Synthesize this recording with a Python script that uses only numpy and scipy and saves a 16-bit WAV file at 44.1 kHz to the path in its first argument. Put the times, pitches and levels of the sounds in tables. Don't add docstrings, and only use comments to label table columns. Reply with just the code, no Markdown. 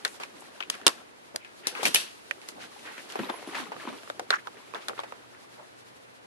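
import sys
import numpy as np
from scipy.fft import rfft, irfft, next_fast_len
from scipy.io import wavfile
from scipy.ndimage import map_coordinates

SR = 44100
rng = np.random.default_rng(int(sys.argv[2]) if len(sys.argv) > 2 else 0)


def store_pcm(level_fs):
    pcm = np.round(np.clip(level_fs, -1, 1) * 32767).astype(np.int16)
    wavfile.write(sys.argv[1], SR, np.atleast_2d(pcm).T)


N = 276047

# f/Hz, relative level/dB
CRACK = [(2500, -7), (4500, 0.5), (7000, -4), (10500, -5), (12500, -11.5), (14400, -43.5)]


def snaps():
    # t/s, level/dB, chip f/Hz, crack level/dB, upper mode f/Hz, upper mode level/dB,
    # thud f/Hz, thud level/dB, left over right/dB, width setting (more is wider)/dB, shower level/dB, shower T60/s
    snap_rows = [(0.049, -14.5, 1890, -4.5, 3750, -2, 437, -25, 1, 5.5, -18, 0.13),
                 (0.053, -21.5, 1460, -24, 3670, -0.5, 434, -19, 2.5, 3, -9, 0.073),
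                 (0.077, -38, 2100, 1, 3500, -7, 434, -20, 3, 10, -11, 0.04),
                 (0.199, -33, 890, -8, 2500, -8, 430, -10, -1, 8, -4.5, 0.13),
                 (0.234, -32.5, 880, -3.5, 2500, 2, 680, -20, 1.5, 9, -9, 0.06),
                 (0.421, -40.5, 865, -22, 2470, -11, 442, -23, 1, -1, -7, 0.06),
                 (0.604, -29.5, 1490, -16, 2930, 3, 635, -38, 5, 6.5, -1.5, 0.05),
                 (0.625, -36.5, 2270, -30, 2470, -1, 360, -27, 9, 12, -21, 0.11),
                 (0.634, -38, 1440, -17, 2400, -1, 400, -24, 7, 10, -16, 0.045),
                 (0.699, -23.5, 1110, 9, 3170, 7.5, 356, -28, 3, 4, -17.5, 0.19),
                 (0.741, -34.5, 1490, -11, 2680, -5, 240, -12, -1, 6, -5.5, 0.089),
                 (0.751, -37.5, 1890, -2, 2450, -4, 427, -5, 3, 5, -16, 0.21),
                 (0.814, -36, 1420, -16, 2900, -12, 420, -10, 6, 6, -28, 0.085),
                 (0.865, -5.5, 1300, 3, 3420, 0.5, 383, -14, 1, -0.5, -7.5, 0.047),
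                 (0.868, -17.5, 1210, 0.5, 3300, 2, 408, -13.5, -5, -1, -17, 0.063),
                 (0.87, -26, 1000, 9.5, 2780, 17, 340, -2.5, -9, 2, -15, 0.063),
                 (0.878, -17, 1480, 8, 3780, 5, 380, -10.5, 3, 6, -24, 0.26),
                 (0.8862, -24, 1190, -16, 3100, -5, 420, -9, -4, 2, -4, 0.053),
                 (0.8923, -32, 1400, 1, 5140, 0, 420, -16, 6.5, 5.5, -18.5, 0.39),
                 (1.359, -23.5, 1500, 6, 4460, -2.5, 656, -13, 2.5, 5, -22, 0.084),
                 (1.447, -41.5, 1900, -11, 2500, -1, 392, -10, 5, 11, -10.5, 0.27),
                 (1.669, -29, 2450, 10.5, 5000, 3, 426, -9, 5, 11, -1.5, 0.11),
                 (1.751, -38.5, 1470, -13, 2380, 0, 370, -23, 6.5, 14, -6, 1),
                 (1.83, -26, 740, 3, 3230, -1, 640, 0, 5, 7, -1, 0.096),
                 (1.8527, -28, 1810, 8, 2380, 14, 650, -1, 3.5, 8, 4.5, 0.12),
                 (1.862, -31, 1790, 4.5, 2700, 11, 500, -13, 5, 6, 3.5, 0.053),
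                 (1.871, -35, 1500, 4, 2800, 17, 500, -11, 2, 5.5, 6, 0.055),
                 (1.881, -39, 1500, 13, 2800, 4, 404, -5, 2, 11, -8, 0.051),
                 (1.945, -20, 1920, 10.5, 2830, 9, 543, -15, 4, 8.5, -10, 0.31),
                 (1.957, -26, 1910, 5.5, 2750, 16, 540, -14, 7, 4, -8, 0.089),
                 (2.0, -42, 2300, 2, 2900, 11, 540, -25, -1, -5, -3.5, 0.16),
                 (2.31, -17, 1760, -20, 2350, -11, 500, -19.5, -3, 8, -22.5, 0.059),
                 (2.415, -46.5, 2290, -2, 2490, 0, 400, -8, -2, 9, -7, 0.33),
                 (2.486, -39.5, 1220, 7.5, 4680, -4, 398, -8, -1, 10, 3, 0.05),
                 (2.793, -45.5, 2270, 1, 2650, 5, 400, -13, 1, -4, -8, 0.093),
                 (2.853, -37.5, 1750, -20, 2400, -17, 460, -8, -2, 4, -6, 0.63),
                 (2.979, -33.5, 1920, -14, 2630, -7, 420, -7, 4, -5, -7, 0.073),
                 (3.1, -36, 1920, -9, 2970, -2, 410, -16, -5, 3, -12.5, 0.47),
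                 (3.121, -37.5, 1680, 2.5, 3080, -1, 400, -11, 1, 5, -13, 0.26),
                 (3.155, -25, 830, -18, 2100, -14, 436, -6.5, 0.5, 8, -10, 0.12),
                 (3.19, -29, 1240, -25, 2900, -2, 298, 4.5, -0.5, -3, 0.5, 0.067),
                 (3.198, -34, 970, -28, 2540, -15, 250, 9.5, 3, -5, -24, 0.055),
                 (3.255, -36, 785, -17, 4030, -6, 250, -12, 1, 5, -8, 0.14),
                 (3.298, -24.5, 870, -18, 3400, -3.5, 300, -4, -0.5, -2, -17.5, 0.49),
                 (3.34, -40, 870, -20, 2640, -8, 640, 6, -10, 4, -16, 0.06),
                 (3.426, -42, 820, -28, 3910, -9, 493, 7.5, 1, -6, -23, 0.11),
                 (3.473, -38, 850, -6, 3150, -4, 288, 7.5, 2, -8, -5, 0.11),
                 (3.487, -37.5, 1190, -22, 3650, -6, 308, 4, -1, -8, -19, 0.056),
                 (3.523, -39, 1500, -20, 2900, -5, 400, -4, 5, -3, -3, 0.12),
                 (3.546, -28, 1730, -21, 2470, -9, 543, -12, 6, -6, -4, 0.11),
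                 (3.552, -25, 1700, -15, 2420, -11, 536, -20, 2, -1, -9, 0.17),
                 (3.583, -28, 1130, -30, 2660, -10, 238, -20, 0, -6, -19, 0.074),
                 (3.599, -34, 2030, -25, 3040, -13, 244, 0, -6, -1, -22, 0.08),
                 (3.667, -43, 920, -25, 3040, -13, 240, -19, 1, -1, -18, 0.05),
                 (3.718, -31, 865, -21, 2540, -17, 605, -2, 0, 9, -4.5, 0.11),
                 (3.764, -34.5, 1290, -33, 2400, -15, 420, -1, -2, 7, -25, 0.11),
                 (3.806, -37.5, 2160, -29, 2340, -8, 310, -14, -3, -3, -8, 0.081),
                 (3.852, -33.5, 1200, -22, 2400, -12, 298, 0, 2, -4, -19, 0.067),
                 (3.873, -26, 970, -39, 2490, -12, 314, -4.5, 1, -7, -27, 0.041),
                 (3.88, -32, 1050, -30, 2400, -15, 258, -4, 2, -12, -2, 0.094),
                 (3.927, -36, 1110, -16, 2960, -17, 279, -2, 0, -12, -4.5, 0.13),
                 (3.985, -50, 1110, -11, 2670, 8, 280, -5, -2, 0, -15, 0.05),
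                 (4.033, -41, 1680, -7, 2530, -10, 340, -9, 0, 6, -10, 0.05),
                 (4.075, -36, 1170, -29, 2570, -11, 593, -6, -3, 5, -25, 0.13),
                 (4.0993, -23.5, 1390, -23, 3360, -13, 550, -6, 5, 8, -27, 0.094),
                 (4.1945, -24, 1450, -9, 3400, -25, 610, 0, 2, 5, -6.5, 0.035),
                 (4.3045, -10.5, 1450, -14, 3900, -2, 710, -13.5, -1.5, 5, -15.5, 0.1),
                 (4.471, -26.5, 1300, -21, 3340, -9, 427, -16, -2, 5, -34, 0.18),
                 (4.57, -44, 1870, -23, 2380, -11, 460, -11, 0, -1, -10, 0.24),
                 (4.737, -34.5, 1040, -19, 2400, -9, 467, -4, -12, 5, -23, 0.11),
                 (4.746, -32, 1050, -14, 3450, 1.5, 536, -1.5, 2, 4, -8, 0.27),
                 (4.883, -21, 1430, -4, 3500, -6, 660, -9, -0.5, 5, -10, 0.061),
                 (4.895, -29.5, 1230, -36, 2400, -19, 430, -14, 4, 13, -17, 0.1),
                 (4.932, -36.5, 1310, -31, 2490, -21, 400, -1, -3, 4, -29, 0.1),
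                 (4.977, -35.5, 1640, -22, 2400, -18, 440, -6, -3, 4, -7, 0.17),
                 (4.991, -22.5, 934, -33, 3340, -11, 610, -9, -3.5, 7, -14.5, 0.082),
                 (5.0, -30.5, 955, -8, 3210, -10, 430, -16, 0, 5, -13, 0.11),
                 (5.034, -36.5, 760, -17, 2410, -7, 590, -5, 0, 8, 2.5, 0.062),
                 (5.122, -30, 1060, -21, 2420, -14, 466, -3.5, -4, 7, -23, 0.33)]
    burst_t60_s, strike_s = 0.019, 0.0009
    strike = 60, 32, 24
    low_cut_hz = 130
    out = np.zeros((2, N + SR))
    t = np.arange(SR // 12) / SR
    blow = amp(-60 * t / burst_t60_s) * (1 - np.exp(-(t / 0.0016) ** 2))
    crack_blow = blow ** 3.6 * (1 - np.exp(-t / 0.0014))
    thud_blow = blow ** 0.31
    for (s, db, hz, crack_db, upper_hz, upper_db, thud_hz, thud_db,
         pan_db, wide_db, shower_db, shower_t60) in snap_rows:
        mid, other = rng.standard_normal((2, 4, len(t)))
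        mid[:3, round(strike_s * SR)] += strike
        side = 0.64 * np.roll(mid, rng.integers(3, 14), axis=1) + 1.14 * other
        side = side * amp(wide_db - 5.0) * [[1.1], [1.3], [.55], [1.1]]
        chip, upper, thud, crack = np.swapaxes([mid, side], 0, 1)

        flat = amp(-13 + 0.66 * crack_db)

        def chip_tone(f):
            ringing = mode(f, hz, 0.26 * hz) * mode(f, hz, 0.89 * hz)
            return ringing + flat * mode(f, hz, 1.5 * hz)

        def upper_tone(f):
            return (mode(f, upper_hz, 0.16 * upper_hz) + flat) * mode(f, upper_hz, 0.51 * upper_hz)

        def thud_tone(f):
            narrower = mode(f, thud_hz, 0.77 * thud_hz) * mode(f, thud_hz, 0.79 * thud_hz)
            return narrower * mode(f, thud_hz, 3.0 * thud_hz)

        layers = [filtered(chip * blow, chip_tone),
                  filtered(upper * blow, upper_tone),
                  filtered(thud * thud_blow, thud_tone),
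                  filtered(crack * crack_blow, lambda f: amp(along(CRACK, f)))]
        levels = 0, upper_db, thud_db, crack_db
        mid, side = sum(amp(level) * x / np.abs(x[0]).max() for x, level in zip(layers, levels))
        debris = shower(hz, crack_db, wide_db, shower_db, shower_t60)
        gain = amp(db + np.array([[.5], [-.5]]) * pan_db)
        at = round(s * SR)
        out[:, at:at + len(t)] += gain * [mid + side, mid - side]
        out[:, at:at + debris.shape[1]] += gain * debris
    return filtered(out[:, :N], lambda f: (1j * f / (low_cut_hz + 1j * f)) ** 2)


def shower(hz, crack_db, wide_db, level_db, t60):
    # f/Hz, relative level/dB
    debris_colour = [(70, -54.5), (150, -9), (400, 6), (1300, 1), (2800, -4.5), (5000, -18.5),
                     (10500, -40.5), (12500, -26), (13600, -38)]
    t = np.arange(SR // 3) / SR

    def colour(f):
        pitch = np.abs(mode(f, hz, 1.2 * hz)) ** 2.9
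        bright = amp(crack_db - 5.5 + along(CRACK, f))
        return pitch + bright + amp(along(debris_colour, f) - 5.0)

    debris = spread(grains(len(t), spiky_db=0.5, clump_s=0.0014), colour, narrow=0.59)
    fall = amp(level_db - 60 * t / t60) * (1 - np.exp(-t / 0.0037))
    return widened(debris, 0.38 * wide_db - 0.1) * fall


def mesh():
    # middle f/Hz, level against the hit/dB, T60/s
    wire_tones = [(1765, -16, 0.273), (2670, -6.5, .25), (3080, -7.5, 0.21), (3730, -7, 0.21),
                  (4570, -11.5, 0.31), (5880, -10, 0.246), (7470, -19.5, .25), (8300, -11, 0.222),
                  (10200, -12.5, 0.16), (10900, -4, 0.16)]
    # t/s, level/dB
    hits = [(0.868, -41.5), (1.67, -41.5), (1.854, -35), (1.946, -30), (1.959, -36), (2.0, -43)]
    split = .045
    out, t = np.zeros((2, N + SR)), np.arange(SR // 3) / SR
    hz, level, t60 = np.transpose(wire_tones)[:, :, None]
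    for s, db in hits:
        at = round(s * SR)
        for detune, size, turn in rng.standard_normal((9, 3, len(wire_tones), 1)):
            ring = amp(db + level + 1.5 * size - 60 * t / t60) * (1 - np.exp(-t / .002))
            phase = 2 * np.pi * hz * (1 + split * detune) * t
            left = (ring * np.sin(phase)).sum(0)
            right = (ring * np.sin(phase + 2.17 * turn)).sum(0)
            out[:, at:at + len(t)] += [left, right]
    return out[:, :N]


def scrapes():
    # loudest t/s, length/s, centre f/Hz, width of the resonance/Hz, level before the mix/dB
    strokes = [(0.091, 0.15, 8470, 6000, -49.5), (0.228, 0.068, 1830, 3080, -41),
               (0.405, 0.05, 8570, 5970, -51.5), (0.63, 0.066, 2720, 1200, -48.5),
               (0.732, 0.05, 2460, 2520, -40), (1.348, 0.0201, 500, 520, -37),
               (1.427, 0.091, 2390, 900, -51.5), (1.657, 0.099, 1910, 1590, -44),
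               (1.786, .12, 1199, 1460, -42.5), (1.809, 0.042, 2400, 900, -41),
               (1.801, 0.046, 460, 400, -40), (1.866, 0.052, 620, 450, -36), (1.868, 0.11, 269, 193, -38.5),
               (1.86, 0.055, 2557, 2330, -29), (1.947, 0.014, 10300, 4940, -15.5),
               (1.957, 0.05, 3000, 1500, -27.5), (2.025, 0.21, 2884, 1480, -45),
               (2.493, 0.056, 6000, 8000, -47), (2.373, 0.066, 410, 300, -54), (2.587, 0.19, 256, 144, -51),
               (2.583, .09, 686, 507, -46.5), (2.621, 0.086, 2264, 3480, -40),
               (2.873, 0.11, 1860, 890, -45.5), (2.982, 0.067, 2040, 1200, -45),
               (3.102, 0.058, 4900, 7800, -45.5), (3.205, .04, 258, 121, -32.5),
               (3.224, 0.11, 235.5, 70, -39), (3.296, 0.029, 860, 1210, -29),
               (3.349, 0.12, 1470, 2070, -51), (3.579, 0.12, 1580, 1840, -36.5),
               (3.601, .15, 237, 58, -41.5), (3.777, .15, 147, 50, -56), (3.888, 0.048, 293, 120, -38),
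               (3.932, 0.074, 268, 119, -44), (4.212, 0.072, 495, 403, -42.5),
               (4.326, 0.012, 1460, 600, -30), (4.33, .012, 1600, 500, -27),
               (4.338, 0.021, 1420, 513, -20.5), (4.343, 0.048, 4900, 4000, -43.5),
               (4.336, .062, 1385, 750, -28), (4.363, 0.024, 1590, 800, -32.5),
               (4.389, 0.032, 1800, 900, -43), (4.756, 0.034, 884, 1200, -34.5),
               (4.475, .025, 925, 500, -38.5), (4.822, 0.056, 2480, 3000, -46.5),
               (4.902, 0.051, 610, 700, -36.5), (5.057, 0.094, 1705, 700, -51.5),
               (5.351, .1, 1494, 900, -53.5), (5.597, 0.11, 761, 710, -47.5)]
    rise = 0.34
    out = np.zeros((2, N))
    for top, length, hz, width_hz, db in strokes:
        at = round((top - rise * length) * SR)
        u = np.linspace(0, 1, round(length * SR))
        stroke = np.interp(u, [0, rise, 1], [0, 1, 0]) ** 0.85
        noise = grains(len(u), spiky_db=1.2, clump_s=0.0013)
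        rub = spread(noise, lambda f: mode(f, hz, width_hz) ** 2, narrow=0.38)
        knocks = chips(len(u), 0.5 * hz + 120, hz, octaves=0.368 * width_hz / hz, cycles=11.7, spiky_db=8.5)
        out[:, at:at + len(u)] += amp(db) * stroke * (0.49 * rub + 0.4 * knocks)
    return out


def stirring():
    # t/s, rustle level/dB, fizz level/dB
    slide = [(0.0, -53, -61.5), (0.38, -52, -59.5), (0.61, -53, -62.5), (0.9, -46, -62.5),
             (1.15, -62.5, -66), (1.5, -66.5, -64.5), (1.71, -45.5, -61), (1.85, -39, -43),
             (1.93, -49, -49.5), (2.2, -57.5, -61.5), (2.7, -52, -60), (3.03, -49.5, -55.5),
             (3.24, -40, -58.5), (3.4, -47, -59), (3.59, -36.5, -49.5), (3.73, -49, -61.5),
             (3.87, -39, -54), (4.04, -52, -60), (4.51, -54, -62.5), (4.85, -50, -61), (5.25, -57, -64),
             (6.26, -64, -65.5)]
    # f/Hz, relative level/dB
    tub_colour = [(60, -29.5), (150, -38.5), (230, 1.5), (420, 4), (700, -12.5), (1400, -46.5)]
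    rustle_colour = [(250, -26.5), (600, 4), (1100, 2.5), (1900, 1), (3000, 0.5), (4500, -7), (8000, -71)]
    fizz_colour = [(1800, 3.5), (4000, 8), (6000, 3.5), (8000, 1), (10500, 1.5), (12500, -4.5),
                   (13400, -20)]
    rustle_db, fizz_db = curves(slide)
    boom_db = -23.5 + 0.66 * rustle_db
    surge = wobble(30)

    tub_noise = spread(rng.standard_normal((2, N)), tub_colour, narrow=0.68)
    tub_knocks = chips(N, 300, 405, octaves=0.72, cycles=7.1, spiky_db=1.5)
    boom = 0.65 * tub_noise + 0.39 * tub_knocks

    sliding = spread(grains(N, spiky_db=0.5, clump_s=0.0026), rustle_colour, narrow=1.0)
    clicks = chips(N, 450, 1584, octaves=0.797, cycles=21.4, spiky_db=4.5)
    rustle = 0.35 * sliding + 0.43 * clicks

    fizz = spread(grains(N, spiky_db=0.0, clump_s=0.00043), fizz_colour)
    out = amp(boom_db + 2.1 * wobble(35)) * boom
    out = out + amp(rustle_db + surge) * rustle
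    return out + amp(fizz_db + 2.0 * surge) * fizz


def squeak():
    # t/s, f/Hz, level/dB
    squeak_paths = [
        [(3.128, 10700, -64), (3.168, 11450, -61), (3.22, 11350, -63), (3.265, 11550, -62), (3.3, 11300, -60),
         (3.33, 11000, -55), (3.352, 11150, -52), (3.372, 11000, -54), (3.392, 10650, -62)],
        [(3.462, 10700, -64), (3.48, 11050, -54), (3.492, 11020, -55), (3.51, 10600, -65)],
    ]
    out, t = np.zeros(N), np.arange(N) / SR
    for rows in squeak_paths:
        hz, db = curves(rows)
        fade = np.clip(np.minimum(t - rows[0][0], rows[-1][0] - t) / 0.0067, 0, 1)
        phase = 2 * np.pi * np.cumsum(hz + 35 * wobble(180)) / SR
        out += fade * amp(db + 2.0 * wobble(60)) * np.sin(phase)
    return out * amp([[2.5], [-2.5]])


def room():
    # f/Hz, relative level/dB
    hush_colour = [(15, -50), (25, -14.5), (119, -8), (151, -10.5), (231, -7.5), (414, -7), (525, -5),
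                   (632, -6.5), (1360, -10.5), (1560, -10), (2440, -15), (9660, -39), (14000, -60)]
    # start t/s, end t/s, f/Hz, level/dB
    faint_hums = [(0.1, 1.05, 360, -68), (1.38, 1.65, 360, -64)]
    hush_db = -59
    throb_from_s, throb_hz, throb_db, throb_depth = 3.85, 121, -66.5, 0.54
    throbs_per_s, throb_top_s = 3.62, 5.0
    t = np.arange(N) / SR
    out = amp(hush_db) * spread(rng.standard_normal((2, N)), hush_colour)
    for start, end, hz, db in faint_hums:
        fade = np.clip(np.minimum(t - start, end - t) / 0.04, 0, 1)
        phase = 2 * np.pi * np.cumsum(hz + wobble(6)) / SR
        out = out + fade * amp(db + 3 * wobble(8)) * np.sin(phase)
    throb = 1 + throb_depth * np.cos(2 * np.pi * throbs_per_s * (t - throb_top_s))
    fade_in = np.clip((t - throb_from_s) / .3, 0, 1)
    return out + fade_in * amp(throb_db) * throb * np.sin(2 * np.pi * throb_hz * t)


def chips(size, rate, hz, octaves, cycles, spiky_db):
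    count = int(size * rate / SR) + 2
    when = rng.random(count)
    pitch, big, lean, phase = rng.standard_normal((4, count))[:, :, None]
    f = np.clip(hz * 2 ** (octaves * pitch), min(.6 * hz, 200), 13000)
    t = np.arange(min(int(2 * cycles / hz * SR), 3000)) / SR
    ring = amp(spiky_db * big - 40 * t * f / cycles) * (1 - np.exp(-3 * t * f))
    at = ((when * size).astype(int)[:, None] + np.arange(len(t))).ravel()
    shift = (0.95 + 1.32 * phase) * f / (f + 350)
    left = amp(3.8 * lean) * ring * np.sin(2 * np.pi * f * t)
    right = amp(-3 * lean) * ring * np.sin(2 * np.pi * f * t + shift)
    pair = np.array([np.bincount(at, x.ravel(), size + len(t))[:size] for x in (left, right)])
    return pair / np.sqrt(np.mean(pair.mean(0) ** 2) + 1e-20)


def grains(size, spiky_db, clump_s):
    hold = max(round(clump_s * SR), 1)
    sizes = np.minimum(rng.exponential(size=size // hold + 1), 3)
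    strength = np.repeat(amp(spiky_db * sizes), hold)[:size]
    return unit(rng.standard_normal((2, size)) * strength)


def spread(pair, colour, narrow=0):
    # f/Hz, likeness (-1 to 1)
    likeness = [(60, 0.85), (130, -0.41), (280, -0.5), (620, -0.61), (1340, -0.68), (2910, -0.45),
                (6320, -0.17), (13700, -0.084)]

    def shape(hz):
        return colour(hz) if callable(colour) else amp(along(colour, hz))

    def turn(hz):
        return np.arccos(np.clip(along(likeness, hz) + narrow, -.95, .95)) / 2

    mid, side = filtered(pair, lambda hz: shape(hz) * [np.cos(turn(hz)), np.sin(turn(hz))])
    return np.array([mid + side, mid - side]) / np.sqrt(np.mean(mid ** 2))


def widened(pair, wide_db):
    mid = pair.mean(0)
    side = amp(wide_db) * (pair[0] - pair[1]) / 2
    return np.array([mid + side, mid - side])


def mode(f, hz, width_hz):
    return 1j * f * width_hz / (hz * hz - f * f + 1j * f * width_hz)


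def filtered(x, response):
    m = next_fast_len(x.shape[-1] + 2048)
    spectrum = rfft(x, m) * response(np.fft.rfftfreq(m, 1 / SR))
    return irfft(spectrum, m)[..., :x.shape[-1]]


def wobble(rate):
    knots = rng.standard_normal(int(N * rate / SR) + 4)
    return map_coordinates(knots, [np.arange(N) * rate / SR])


def curves(rows):
    s, *cols = np.transpose(rows)
    return [np.interp(np.arange(N) / SR, s, c) for c in cols]


def along(points, hz):
    f, v = np.transpose(points)
    return np.interp(np.log(hz + 1), np.log(f + 1), v)


def unit(x):
    return x / np.sqrt(np.mean(x ** 2) + 1e-20)


def amp(db):
    return 10 ** (np.asarray(db) / 20)


def scene():
    return snaps() + mesh() + scrapes() + stirring() + squeak() + room()


def record(dry):
    # f/Hz, gain/dB
    mic_response = [(20, 0), (12200, 0), (12800, -7), (13200, -25), (14400, -34)]
    top_hz, bass_cut_hz = 14400, 90
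    heard = filtered(dry, lambda hz: amp(along(mic_response, hz)))
    held = heard / (1 + np.abs(heard) ** 8) ** (1 / 8)

    def band(hz):
        top = np.clip((top_hz - hz) / 300, 0, 1) ** 2
        return top * hz ** 3 / (hz ** 3 + bass_cut_hz ** 3)

    return filtered(held, band)


dry = scene()
out = record(dry)
store_pcm(out)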